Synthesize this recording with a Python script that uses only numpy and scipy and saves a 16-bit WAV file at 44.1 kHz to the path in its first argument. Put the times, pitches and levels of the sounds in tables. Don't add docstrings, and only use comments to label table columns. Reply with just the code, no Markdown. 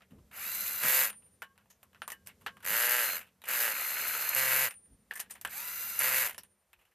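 import sys
import numpy as np
from scipy import signal
from scipy.fft import rfft, irfft, next_fast_len
from scipy.io import wavfile
from scipy.ndimage import uniform_filter1d

SR = 44100
rng = np.random.default_rng(int(sys.argv[2]) if len(sys.argv) > 2 else 0)


def ratio_of_db(decibels):
    return 10 ** (np.asarray(decibels, float) / 20)


def store_wav(level_fs):
    pcm = np.round(np.clip(np.atleast_2d(level_fs), -1, 1) * 32767)
    wavfile.write(sys.argv[1], SR, pcm.T.astype(np.int16))


N = 306054
T = np.arange(N) / SR


def unit(x):
    return x / np.sqrt(np.mean(x ** 2))


def track(tables, column, rest):
    y = np.full(N, 1. * rest)
    for rows in tables:
        times, values = np.array(rows, float)[:, [0, column]].T
        on = (T >= times[0]) & (T <= times[-1])
        y[on] = np.interp(T[on], times, values)
    return y


def coloured(points):
    hz, db = np.transpose(points)
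    f = np.arange(N // 2 + 1) * SR / N + 1
    gain = ratio_of_db(np.interp(np.log(f), np.log(hz), db))
    return unit(irfft(rfft(rng.standard_normal(N)) * gain, N))


def band(x, hz, width):
    return signal.lfilter(*signal.iirpeak(hz, hz / width, fs=SR), x)


def walk(rate):
    hold = int(SR / rate)
    steps = np.repeat(rng.standard_normal(N // hold + 1), hold)
    return uniform_filter1d(steps, hold)[:N]


def tones(hz, orders, wobble_db, rise, body):
    phase = 2 * np.pi * np.cumsum(hz) / SR
    body_hz, body_db = np.transpose(body)
    out = np.zeros(N)
    for multiple, db in orders:
        level = ratio_of_db(db + wobble_db * walk(40) + np.interp(multiple * hz, body_hz, body_db))
        out += level * (hz / hz.max()) ** (rise * (multiple - 1)) * np.sin(multiple * phase)
    return out


def driver():
    rate = jump_rate()
    turns = np.cumsum(rate) / SR
    since = turns % 1 / rate
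    ratchet, thud = clutch(turns)
    gear_gain, fan_gain, slip, thud_db = stages(rate)
    jolt = 1 + slip * (1.73 * np.exp(-since / 0.06) - .8)
    stall = slip * np.clip((104 - rate) / 18, 0, .95)
    jolt = jolt * (1 + stall * (3.2 * np.exp(-since / .0035) - 1))
    body = np.sqrt(slip) * ratchet + np.sqrt(1 - slip) * jolt * gears() + ratio_of_db(thud_db) * thud
    hiss = jolt * fan_hiss() + ratio_of_db(-11) * slip * ball_snaps(rate, since)
    return gear_gain * body + fan_gain * hiss + motor_whine() + chopped_current()


def jump_rate():
    # time_s, jumps_per_s
    feathered = [
        [(2.62, 75.5), (2.696, 101.6), (2.736, 112.8), (2.824, 120.9), (2.986, 123.0), (3.024, 115.6),
         (3.124, 88.2), (3.178, 83.5), (3.39, 50)],
        [(3.4, 104), (3.52, 131), (3.59, 115), (3.635, 121), (3.71, 104), (3.8, 114), (4.0, 110), (4.1, 118),
         (4.33, 113)],
    ]
    # start_s, let_go_s, first_jumps_per_s, top_jumps_per_s, coasting_loss (jumps/s per s)
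    full_pulls = [
        (.81, 1.012, 120.4, 131.5, 425),
        (4.33, 4.635, 131, 131, 470),
        (5.98, 6.215, 124.3, 130.2, 490),
    ]
    catch_up_s, idle_jumps, last_jumps = .06, 100, 50
    rate = track(feathered, 1, idle_jumps)
    for start, off, first, top, loss in full_pulls:
        pull = top - (top - first) * np.exp(-np.abs(T - start) / catch_up_s) - loss * np.clip(T - off, 0, 1)
        rate = np.where((T >= start) & (T < off + .4), np.maximum(pull, last_jumps), rate)
    return rate


def clutch(turns):
    # pitch_hz, width_hz, level_db
    firm_modes = [(549, 74, -2.5), (988, 180, -5.5), (1300, 220, -5), (1600, 120, 2), (1923, 110, 4.5),
                  (2220, 140, 1), (2780, 350, -3)]
    # pitch_hz, width_hz, level_db
    loose_modes = [(555, 102, -4.2), (890, 92, -6), (1300, 210, -4), (1600, 140, 3), (1912, 170, 2.5),
                   (2250, 200, -4), (2840, 380, -3.5)]
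    loose_from_s, loose_to_s = 2.5, 4.3
    jitter_s, scatter_db, rebound_db = .00003, 1.3, -19
    at = np.flatnonzero(np.diff(np.floor(turns)))
    chance = rng.standard_normal((4, len(at)))
    clicks, rebounds = np.zeros(N + 999), np.zeros(N + 999)
    click_at = at + 40 + (jitter_s * SR * chance[0]).astype(int)
    rebound_at = at + 150 + (8 * jitter_s * SR * chance[2]).astype(int)
    clicks[click_at] = ratio_of_db(scatter_db * chance[1])
    rebounds[rebound_at] = ratio_of_db(rebound_db + 2 * scatter_db * chance[3])
    hits = clicks[:N] + np.diff(rebounds[:N + 1]) * 4

    def housing(modes):
        return unit(sum((-1) ** k * ratio_of_db(db) * band(hits, hz, width) for k, (hz, width, db) in enumerate(modes)))

    ring = np.where((T > loose_from_s) & (T < loose_to_s), housing(loose_modes), housing(firm_modes))
    ring = signal.sosfilt(signal.butter(3, (420, 3300), "band", fs=SR, output="sos"), ring)
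    thud = band(band(clicks[:N], 110, 86), 110, 86)
    return unit(ring), unit(thud)


def stages(rate):
    # start_s, let_go_s, gear_db, fan_db (at full speed), swell_s
    work = [(0.31, 0.818, -42.5, -33, 0.05), (0.828, 1.053, -34.5, -31, 0.0012),
            (1.108, 1.125, -59, -58, .0005), (2.639, 3.062, -32, -33, 0.012),
            (3.054, 3.17, -34, -31, 0.00077), (3.464, 3.6, -37, -33, 0.014),
            (3.599, 3.707, -34, -32.5, 0.0011), (3.736, 4.307, -37.5, -33.5, 0.0015),
            (4.356, 4.655, -34.5, -33.5, 0.0017), (4.69, 4.715, -49, -53, .0005),
            (5.474, 5.974, -44.5, -35.5, 0.032), (5.996, 6.261, -36, -33, 0.0026),
            (6.279, 6.29, -52, -50, 0.00055)]
    # thud_db, dying (dB per s after let-go)
    thuds = [(-43, 99.5), (-30, 194.5), (-39, 300), (-47, 200), (-40.5, 286), (-38, 100), (-40, 104),
             (-35, 65), (-22.5, 145), (-45, 400), (-41, 202.5), (-26.5, 220), (-45, 300)]
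    slip_share = [.095, .84, .05, .92, .35, .5, .72, .1, .82, .05, .03, .76, .05]
    speed_db_per_octave, full_jumps = 12, 130
    now = np.maximum(np.searchsorted(np.array(work)[:, 0], T) - 1, 0)
    start, off, gear_db, fan_db, swell, thud_db, dying, slip = np.column_stack([work, thuds, slip_share])[now].T
    rise = (1 - np.exp(-np.clip(T - start, 0, 9) / swell)) ** 1.26
    gain = rise * ratio_of_db(speed_db_per_octave * np.log2(rate / full_jumps))
    lost_db = dying * np.clip(T - off, 0, 1)
    gear_gain = gain * ratio_of_db(gear_db - lost_db)
    fan_gain = gain * rise ** 0.9 * ratio_of_db(fan_db - 1.47 * lost_db)
    return gear_gain, fan_gain, slip, thud_db


def gears():
    # pitch_hz, level_db (per Hz)
    spectrum = [(100, -38.5), (200, -15.5), (300, -24), (550, -10.5), (1100, -8), (1430, 2.5), (1700, -2.5),
                (2100, 0), (2900, -4), (3400, -24), (4500, -18), (5800, -32)]
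    surge_hz, surge_depth, surge_from_s, surge_to_s = 72, .45, 3.74, 4.33
    noise = unit(coloured(spectrum) * ratio_of_db(1.5 * walk(150) + 0.72 * walk(25)))
    surge = np.sin(2 * np.pi * np.cumsum(surge_hz * (1 + .08 * walk(12))) / SR)
    return noise * (1 + surge_depth * surge * (T > surge_from_s) * (T < surge_to_s))


def fan_hiss():
    # pitch_hz, level_db (per Hz)
    spectrum = [(2500, -32.5), (3300, -10.5), (4100, -7.5), (5100, -8), (5600, -15), (6300, -6), (8000, -7),
                (9000, -11), (10500, -3.5), (12000, 3.5), (13500, 1.5), (16000, -5.5)]
    return unit(coloured(spectrum) * ratio_of_db(2.0 * walk(600) + 1.1 * walk(30)))


def ball_snaps(rate, since):
    since_snap = (rate * since * 2) % 1 / rate / 2
    steel = band(rng.standard_normal(N), 12800, 2600)
    return unit(np.exp(-since_snap / 0.0006) * ratio_of_db(4.0 * walk(260)) * steel)


def motor_whine():
    # multiple (of commutator rate), first_run_db, second_run_db
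    lines = [(1, -14, -12), (1.36, -2, 0), (2, 2, 1), (2.74, 3, 1), (4, 7, 1), (5, -8, 0), (6, -4, -3),
             (7, -8, -5), (8, -8, -8), (10, -5, 1), (12, 7, -1), (13, 1, 2), (14, 5, 3)]
    # pitch_hz, level_db
    shell = [(3000, -2.8), (3500, -14), (3750, -3.7), (5500, -11.5), (6300, 8), (7000, -3.5), (9300, -14),
             (9900, -5.5), (10600, 1.5), (11400, 4.2)]
    hz, gate, strain = run_up()
    orders = [(multiple, np.where(T < 3, first_db, second_db)) for multiple, first_db, second_db in lines]
    orders[0] = (1, orders[0][1] + 24 * strain)
    unsteady_hz = hz * (1 + .0008 * walk(60))
    return ratio_of_db(-53.5) * gate * tones(unsteady_hz, orders, wobble_db=3, rise=.6, body=shell)


def run_up():
    # start_s, end_s, top_hz, run_up_s, sag (Hz per s as the nut tightens)
    free_runs = [
        (.31, .83, 1070, .1, 125),
        (5.5, 6.0, 1014, .066, 0),
    ]
    start_hz = 510
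    hz, gate, strain = np.full(N, 1000.), np.zeros(N), np.zeros(N)
    for start, end, top_hz, climb, sag in free_runs:
        on = (T >= start) & (T < end)
        t = T[on] - start
        hz[on] = top_hz - sag * t - (top_hz - start_hz) * np.exp(-(t / climb) ** 1.25)
        gate[on] = np.clip(t / climb, 0, 1) ** 2
        strain[on] = np.exp(-t / climb / 2)
    return hz, gate, strain


def chopped_current():
    # time_s, level_db
    loudness = [
        [(3.02, -65), (3.04, -44), (3.155, -44), (3.175, -77)],
        [(3.5, -77), (3.71, -64), (3.73, -50), (4.3, -46.5), (4.4, -48), (4.65, -55.5)],
    ]
    # multiple (of switching rate), level_db
    orders = [(2, -1), (3, -5), (6, 0.5)]
    hz = 2086 * (1 + .0016 * walk(30))
    return ratio_of_db(track(loudness, 1, -140)) * tones(hz, orders, wobble_db=1.5, rise=0, body=[(0, 0)])


def knocks():
    # start_s, dull_db,
    # bright_db, strongest_hz
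    sharp_blows = [(.007, -47, -76, 1310), (.02, -42.5, -61, 1980), (.185, -53.5, -71, 1050),
                   (1.42, -24.5, -36.5, 1480), (1.437, -58, -53, 12000), (1.123, -53, -66, 2950),
                   (1.557, -57, -72, 860), (1.658, -58, -72, 880), (1.931, -55, -66, 1630),
                   (1.958, -48, -66, 1500), (1.578, -44.5, -57, 1410), (1.83, -44, -47, 1110),
                   (1.947, -44, -64, 1250), (2.019, -24, -43, 1460), (2.078, -29, -30.5, 1030),
                   (2.119, -28, -29, 1870), (2.463, -15.5, -34, 1560), (2.569, -41.5, -53, 1120),
                   (2.604, -44, -56, 1440), (2.646, -40, -34, 1650), (3.418, -42, -48.5, 3820),
                   (3.439, -31.5, -40, 2600), (3.486, -31, -29.5, 1810), (5.11, -23, -38.5, 1680),
                   (5.136, -40, -38, 1790), (5.26, -49, -71, 1660), (5.449, -18.5, -28, 1560),
                   (5.474, -30, -40, 1570), (6.268, -25, -31, 2100), (6.274, -26, -30.5, 2100),
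                   (6.286, -28.5, -32, 2100), (6.295, -26.5, -30, 2090), (6.309, -31.5, -37, 2100),
                   (6.33, -48, -44, 1504), (6.731, -42.5, -52.5, 2550)]
    # start_s, dull_db, bright_db, strongest_hz
    steel_clinks = [(.607, -53, -30, 11800), (1.1, -29.5, -50, 9600), (1.129, -36, -76, 9400),
                    (2.102, -29, -34, 12000), (2.272, -33.5, -36, 12000), (4.29, -45, -25, 11750),
                    (4.348, -33, -23, 11100), (4.709, -32, -36, 2600), (4.74, -48, -56, 10800),
                    (5.174, -38.5, -36, 1900), (5.201, -46, -23.5, 9500), (5.413, -38, -36.5, 14000),
                    (5.991, -29, -25, 10500), (6.346, -35, -49, 10300), (6.38, -29, -29.5, 5640),
                    (5.195, -43, -33, 9600), (6.434, -42, -50, 9900)]
    # start_s, dull_db, bright_db, strongest_hz
    scrapes = [(.105, -66, -68, 1140), (.31, -54, -58, 1530), (1.219, -70, -73, 2690),
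               (1.259, -71.5, -73, 1095), (1.699, -61, -54, 6540), (1.928, -71, -78, 1210),
               (2.26, -57, -54, 8500), (2.288, -54.5, -83, 2150), (2.409, -62.5, -62.5, 1070),
               (2.625, -50, -50, 1500), (3.452, -48.5, -46, 1800), (1.605, -71, -79, 1476),
               (1.97, -72, -76.5, 1200), (4.85, -82, -76, 2000), (3.264, -62, -64, 2600),
               (3.245, -73, -73, 2600), (3.208, -52, -49, 2630), (5.153, -51.5, -39, 1780),
               (5.193, -41.5, -43, 1860), (5.296, -58, -52, 1820), (5.305, -51, -41, 9400),
               (5.349, -53, -54, 1930), (6.788, -67.5, -70, 2750), (6.849, -71.5, -71, 2900),
               (6.81, -68.5, -70, 2600), (6.91, -73, -72, 2000)]
    # start_s,
    # level_db, # pitch_hz
    adapter_pings = [(.607, -25, 11700), (1.096, -34, 10200), (2.42, -58, 11400), (3.486, -23, 12300),
                     (4.291, -18, 11800), (4.348, -18, 11870), (4.74, -51, 10500), (5.338, -42, 9250),
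                     (5.11, -23.5, 1810), (5.991, -15.5, 11280), (6.434, -44, 11200)]
    # start_s, level_db, pitch_hz
    socket_ticks = [(.517, -32, 8000), (.549, -28, 8250), (.622, -32, 7200), (.664, -32, 7800),
                    (.733, -31, 8090), (.808, -36.5, 7350), (5.474, -37, 7860), (5.496, -41, 8140),
                    (5.573, -34, 8100), (5.653, -34, 8200), (5.7, -35, 7850), (5.807, -40, 8300),
                    (5.832, -36, 8200), (5.886, -36, 8130), (5.904, -36, 8100)]
    sharp = dict(t60=0.096, crack=0.76, rise_s=.0001, low_db=5.0, high_db=3.0, peak_db=6.0)
    out = ratio_of_db(1.5 * walk(350)) * contacts(sharp_blows, **sharp)
    out += ratio_of_db(1.5 * walk(350)) * contacts(steel_clinks, **sharp)
    drags = contacts(scrapes, t60=0.14, crack=0, rise_s=0.0042, low_db=10.5, high_db=0.5, peak_db=8.5)
    out += ratio_of_db(1.4 * walk(280)) * drags
    return out + wheel() + pings(adapter_pings, fade_s=.0011) + pings(socket_ticks, fade_s=0.0006)


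def contacts(events, t60, crack, rise_s, low_db, high_db, peak_db):
    # pitch_hz, width_hz, level_db
    recess = [(1560, 570, 1.5), (1820, 300, 4.5), (2900, 680, -1), (746, 510, -2.5)]
    size = 9000
    low, high, t = np.zeros(N + 9999), np.zeros(N + 9999), T[:size]
    tail = np.exp(-np.log(1000) * t / t60)
    fade = np.clip(t / rise_s, 0, 1) * (crack * np.exp(-t / 0.00036) + (1 - crack) * tail)
    bright_fade = fade * tail ** 0.36
    for s, dull_db, bright_db, hz in events:
        dull_grit, bright_grit = rng.standard_normal((2, size))
        here = slice(int(s * SR), int(s * SR) + size)
        low[here] += ratio_of_db(dull_db) * fade * dull_grit
        high[here] += ratio_of_db(bright_db + high_db) * bright_fade * np.diff(bright_grit, prepend=0)
        own = band(fade * bright_grit, hz, 150 + .04 * hz)
        high[here] += ratio_of_db(max(dull_db, bright_db) + peak_db) * own * np.sqrt(9000 / hz)
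    low = low[:N]
    hollow = sum((-1) ** k * ratio_of_db(db) * band(low, hz, width) for k, (hz, width, db) in enumerate(recess))
    return ratio_of_db(low_db) * hollow + high[:N]


def wheel():
    # pitch_hz, level_db, t60_s
    modes = [(1095, -4, 0.44), (1600, 1, 0.34), (2960, 14, 0.17), (1780, 8.5, 0.12)]
    # start_s, level_db, nearest_hz
    spoke_blows = [(1.423, -54, 1240), (2.021, -73, 2900), (2.123, -59, 1780), (2.463, -46, 1300),
                   (5.108, -74, 1800), (5.449, -54, 1600)]
    t = T[:SR // 2]
    out = np.zeros(N + len(t))
    for s, blow_db, near_hz in spoke_blows:
        start = int(s * SR)
        ring = np.zeros(len(t))
        for hz, db, t60 in modes:
            far_db = 14 * abs(np.log2(hz / near_hz))
            ring += ratio_of_db(db - far_db - 60 * t / t60) * np.sin(2 * np.pi * hz * t)
        flicker = ratio_of_db(3.0 * walk(60)[start:start + len(t)])
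        out[start:start + len(t)] += ratio_of_db(blow_db) * flicker * ring
    return out[:N]


def pings(events, fade_s):
    t = T[:900]
    swell = t / fade_s * np.exp(1 - t / fade_s) * .75
    out = np.zeros(N + len(t))
    for s, db, hz in events:
        start = int(s * SR)
        out[start:start + len(t)] += ratio_of_db(db) * swell * np.sin(2 * np.pi * hz * t)
    return out[:N]


def socket():
    # struck_s, damped_s, level_db, upper_db (upper mode against lower)
    rings = [(1.097, 1.418, -48, -21), (2.023, 2.09, -56.5, -32), (4.691, 5.11, -47.5, -40),
             (5.153, 5.217, -50, -24), (5.308, 5.328, -49, -20), (6.442, 6.725, -66, -28)]
    mode_hz, mode_t60_s = (9254, 11450), (0.7, 0.9)
    out = np.zeros(N)
    for s, end, db, upper_db in rings:
        t = T - s
        gate = np.clip(t / .002, 0, 1) * np.clip((end - T) / .004, 0, 1)
        sway = 1 + 0.52 * np.cos(2 * np.pi * 12.26 * t)
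        for hz, t60, level_db in zip(mode_hz, mode_t60_s, (db, db + upper_db)):
            out += ratio_of_db(level_db - 60 * np.clip(t, 0, 2) / t60) * gate * sway * np.sin(2 * np.pi * hz * T)
    return out


def gusts():
    # peak_s, boom_db, flutter_db, rise (dB per s), fall (dB per s)
    puffs = [(0.125, -59, -53.5, 900, 200), (0.18, -57, -70, 302, 164), (0.847, -60.5, -45, 1497, 500),
             (2.72, -86, -54.5, 307, 300), (3.18, -78.5, -65, 307, 299), (4.918, -61, -66.5, 303, 190),
             (5.5, -67, -66, 92, 68), (6.77, -74, -102, 150, 97.5)]
    boom, flutter = (unit(band(band(rng.standard_normal(N), hz, hz), hz, hz)) for hz in (60, 190))
    flutter = flutter * ratio_of_db(1.9 * walk(65))
    out = np.zeros(N)
    for s, boom_db, flutter_db, rise, fall in puffs:
        shape = ratio_of_db(-np.maximum(rise * (s - T), fall * (T - s)))
        out += shape * (ratio_of_db(boom_db) * boom + ratio_of_db(flutter_db) * flutter)
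    return out


def street():
    # time_s, level_db
    loudness = [(0, -70), (.6, -64.5), (1.6, -74), (2.5, -65.5), (3.35, -73.5), (4.8, -72), (5.5, -70),
                (6.4, -66), (6.6, -86), (6.94, -85.5)]
    # pitch_hz, level_db (per Hz)
    rumble = [(30, -46), (48, -15), (80, -2), (140, -11.5), (200, -3.5), (300, -19), (500, -14.5),
              (800, -34.5)]
    # pitch_hz, level_db (per Hz)
    rustle = [(200, -26.5), (500, 1.5), (1000, -2), (2000, -5), (4000, -12.5), (8000, -13), (12000, -9.5),
              (16000, -12.5)]
    traffic = ratio_of_db(track([loudness], 1, -99) + 1.2 * walk(7.1)) * coloured(rumble)
    return traffic + ratio_of_db(-77.5 + 0.89 * walk(31)) * coloured(rustle)


def hums():
    # pitch_hz, from_s, to_s, level_db
    machines = [(206, 0.52, 1.19, -67), (362, 6.0, 8.2, -88.5)]
    out = np.zeros(N)
    for hz, start, end, db in machines:
        gate = np.clip(np.minimum(T - start, end - T) / 0.044, 0, 1)
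        out += ratio_of_db(db + 4.5 * walk(12.0)) * gate * np.sin(2 * np.pi * hz * T)
    return out


def scene():
    near = driver() + knocks() + socket()
    bounce = rng.standard_normal(2600) * np.exp(-T[:2600] / .006)
    echo = signal.fftconvolve(near, bounce / np.linalg.norm(bounce))[:N]
    mid = near + ratio_of_db(-19) * echo + gusts() + street() + hums()
    turning = signal.hilbert(mid, next_fast_len(N))[:N] * np.exp(4j * walk(120))
    treble = signal.butter(12, 6000, "high", fs=SR, output="sos")
    side = ratio_of_db(-5.7) * signal.sosfilt(treble, turning.real)
    return np.array([mid + side, mid - side])


def top_cut(x):
    return signal.sosfilt(signal.butter(12, 15560, fs=SR, output="sos"), x)


def record(dry):
    cut = signal.sosfilt(signal.ellip(10, .3, 60, 14200, fs=SR, output="sos"), dry)
    cut = signal.sosfilt(signal.butter(3, 38, "high", fs=SR, output="sos"), cut)
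    return top_cut(cut)


dry = scene()
out = record(dry)
store_wav(out)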